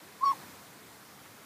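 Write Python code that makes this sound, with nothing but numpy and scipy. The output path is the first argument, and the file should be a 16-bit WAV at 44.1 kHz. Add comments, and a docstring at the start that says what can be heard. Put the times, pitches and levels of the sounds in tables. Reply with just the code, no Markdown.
"""By a wooden wall, in a quiet enclosure. An owl perched there gives one short, soft, whistled hoot
that arches in pitch, its loudness dipping briefly near the top as a wall echo interferes. The walls
send a few quick echoes and a faint tail to the microphone, over airy hiss, hum and two faint rustles.
The recorder's noise suppressor opens on the hoot and slowly closes, so the hiss swells and sinks."""
import sys
import numpy as np
from scipy import signal
from scipy.io import wavfile
from scipy.ndimage import uniform_filter1d

SR = 44100
rng = np.random.default_rng(int(sys.argv[2]) if len(sys.argv) > 2 else 0)


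def file_out(sig):
    """Save sig as 16-bit WAV at sys.argv[1]."""
    # one column per channel
    cols = np.atleast_2d(sig).T
    # limit, then scale
    lim = np.clip(cols, -1, 1)
    pcm = np.round(lim * 32767).astype(np.int16)
    wavfile.write(sys.argv[1], SR, pcm)


N = 63945
TIME = np.arange(N) / SR

# Pitch arch of the hoot: (time [s], pitch [Hz])
HOOT_PITCH = [(.207, 997), (.222, 1045), (.240, 1100), (.250, 1160), (.258, 1117), (.275, 1103),
              (.298, 1099), (.311, 1117), (.321, 1034), (.328, 1067), (.334, 874), (.343, 855)]
# Loudness of the hoot's fundamental, with the wall echo's dip drawn in: (time [s], rms level [dB])
HOOT_LEVEL = [(.204, -51), (.214, -34), (.228, -28), (.237, -17.5), (0.245, -23), (.252, -32.5),
              (.258, -23), (0.279, -23.5), (0.311, -26.5), (0.319, -25.5), (.324, -42), (0.332, -36),
              (0.345, -52.5)]
# Overtones, heard only while the voice is pressed:
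# (harmonic number, top rms level [dB], strongest at [s], rise [s], fall [s])
HOOT_OVERTONES = [(2, -56.5, 0.311, 0.097, .022), (3, -56.5, 0.2895, 0.024, 0.021),
                  (4, -48.5, 0.262, 0.018, 0.037), (5, -48.5, 0.2656, 0.019, 0.046)]
# Echoes off the nearby walls: (delay [s], level against the direct sound [dB])
WALL_ECHOES = [(0.0126, -22), (.031, -27), (.045, -33)]
# Faint rustles in the background: (time [s], top rms level [dB], half width [s], centre [Hz])
RUSTLE_PUFFS = [(1.175, -56, 0.0058, 250), (1.257, -50, 0.012, 1310)]
# Spectrum of the background air and hiss: (frequency [Hz], relative spectral density [dB])
AIR_SPECTRUM = [(40, -27.5), (70, -11.5), (115, -1.5), (200, -1), (400, -4), (600, -6.0), (1000, -4.5),
                (1600, -7), (2300, -9), (2800, -13.5), (3800, -12.5), (7000, -15.5), (14000, -17)]
# Faint background hum: (frequency [Hz], rms level [dB])
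HUM_TONES = [(200, -66), (300, -69)]


def owl_hoot(jitter_share=0.0045, jitter_per_s=180, flutter_db=1.2, flutter_per_s=60, fade_s=.004):
    """A nearly pure arched tone that breaks downward at its end, with thin overtones in its middle."""
    pitch_hz = curve(HOOT_PITCH) * (1 + jitter_share * drift(jitter_per_s))
    phase = 2 * np.pi * np.cumsum(pitch_hz) / SR
    voice = from_db(curve(HOOT_LEVEL)) * np.sin(phase)
    for harmonic, db, strongest, rise, fall in HOOT_OVERTONES:
        pressed = swell(strongest, np.where(TIME < strongest, rise, fall))
        voice += from_db(db + flutter_db * drift(flutter_per_s)) * pressed * np.sin(harmonic * phase)
    start, end = HOOT_LEVEL[0][0], HOOT_LEVEL[-1][0]
    fade = np.clip(np.minimum(TIME - start, end - TIME) / fade_s, 0, 1)
    return np.sqrt(2) * voice * fade


def enclosure(call, tail_db=-28.5, tail_t60_s=0.3):
    """What the walls return to the microphone: quick echoes and a weak diffuse tail."""
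    echoes = sum(from_db(db) * np.interp(TIME - delay, TIME, call) for delay, db in WALL_ECHOES)
    first_echo_s = WALL_ECHOES[0][0]
    tail = rng.standard_normal(N) * from_db(-60 * TIME / tail_t60_s) * (TIME > first_echo_s)
    return echoes + from_db(tail_db) * signal.fftconvolve(call, tail / np.linalg.norm(tail))[:N]


def rustles():
    """Short soft puffs of noise, two octaves wide, well after the hoot."""
    return sum(from_db(db) * swell(time, width) * unit_rms(band(rng.standard_normal(N), hz / 2, hz * 2))
               for time, db, width, hz in RUSTLE_PUFFS)


def air(rms_db=-48, flicker_db=2, flicker_per_s=13.1, flicker_below_hz=3500):
    """The ambience of the place: quarter-octave noise bands, the lower ones flickering slightly."""
    edges_hz = 40 * 2 ** (np.arange(36) / 4)
    white = rng.standard_normal((2, N))   # neighbouring bands take different noise
    hz, db = np.transpose(AIR_SPECTRUM)
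    bed = np.zeros(N)
    for k, (low, high) in enumerate(zip(edges_hz, edges_hz[1:])):
        band_db = np.interp(np.log(low * high) / 2, np.log(hz), db)
        wander_db = flicker_db / (1 + low / flicker_below_hz) * drift(flicker_per_s)
        bed += from_db(band_db + wander_db) * band(white[k % 2], low, high)
    return from_db(rms_db) * unit_rms(bed)


def hum():
    """Steady low tones, almost buried in the air."""
    return sum(np.sqrt(2) * from_db(db) * np.sin(2 * np.pi * (hz * TIME + rng.random()))
               for hz, db in HUM_TONES)


def noise_suppressor(x, open_above_db=-25, depth_db=4.5, open_s=0.02, close_db_per_s=11):
    """The recorder turns quiet sound down; it opens quickly on anything loud and closes slowly."""
    level_db = 10 * np.log10(np.maximum(uniform_filter1d(x ** 2, size=256), 1e-12))
    opening_db = np.clip(level_db - open_above_db + depth_db, 0, depth_db)
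    closing_db = close_db_per_s * TIME
    held_db = np.maximum.accumulate(opening_db + closing_db, axis=-1) - closing_db
    pole = np.exp(-1 / (open_s * SR))
    smoothed_db = signal.lfilter([1 - pole], [1, -pole], held_db)
    return x * from_db(smoothed_db - depth_db)


def from_db(db):
    """Decibels to gain."""
    return 10 ** (np.asarray(db) / 20)


def unit_rms(x):
    """Scale to unit rms."""
    return x / np.sqrt(np.mean(x ** 2) + 1e-20)


def curve(points):
    """Join (time, value) points by straight lines."""
    return np.interp(TIME, *np.transpose(points))


def drift(rate_hz):
    """Smooth random wander of spread 1."""
    hop, settle = 40, 2000   # samples per step; steps for the filter to settle
    pole = np.exp(-2 * np.pi * rate_hz * hop / SR)
    white = rng.standard_normal(N // hop + settle + 2)
    slow = signal.lfilter([1], [1, -2 * pole, pole * pole], white)[settle:]
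    return np.interp(np.arange(N) / hop, np.arange(len(slow)), unit_rms(slow))


def band(x, low_hz, high_hz):
    """Gentle band-pass."""
    return signal.sosfilt(signal.butter(2, [low_hz, high_hz], "band", fs=SR, output="sos"), x)


def swell(centre_s, width_s):
    """A bell-shaped rise and fall."""
    return np.exp(-((TIME - centre_s) / width_s) ** 2)


def scene():
    """At the microphone, in mono: the owl and its enclosure over the background."""
    call = owl_hoot()
    return (call + enclosure(call) + air() + hum() + rustles())[None]


def record(dry, cutoff_hz=15300):
    """The recorder: noise suppression, then a steep cut of the top treble."""
    low_pass = signal.ellip(12, .1, 80, cutoff_hz, fs=SR, output="sos")
    return signal.sosfilt(low_pass, noise_suppressor(dry))


dry = scene()
out = record(dry)
file_out(out)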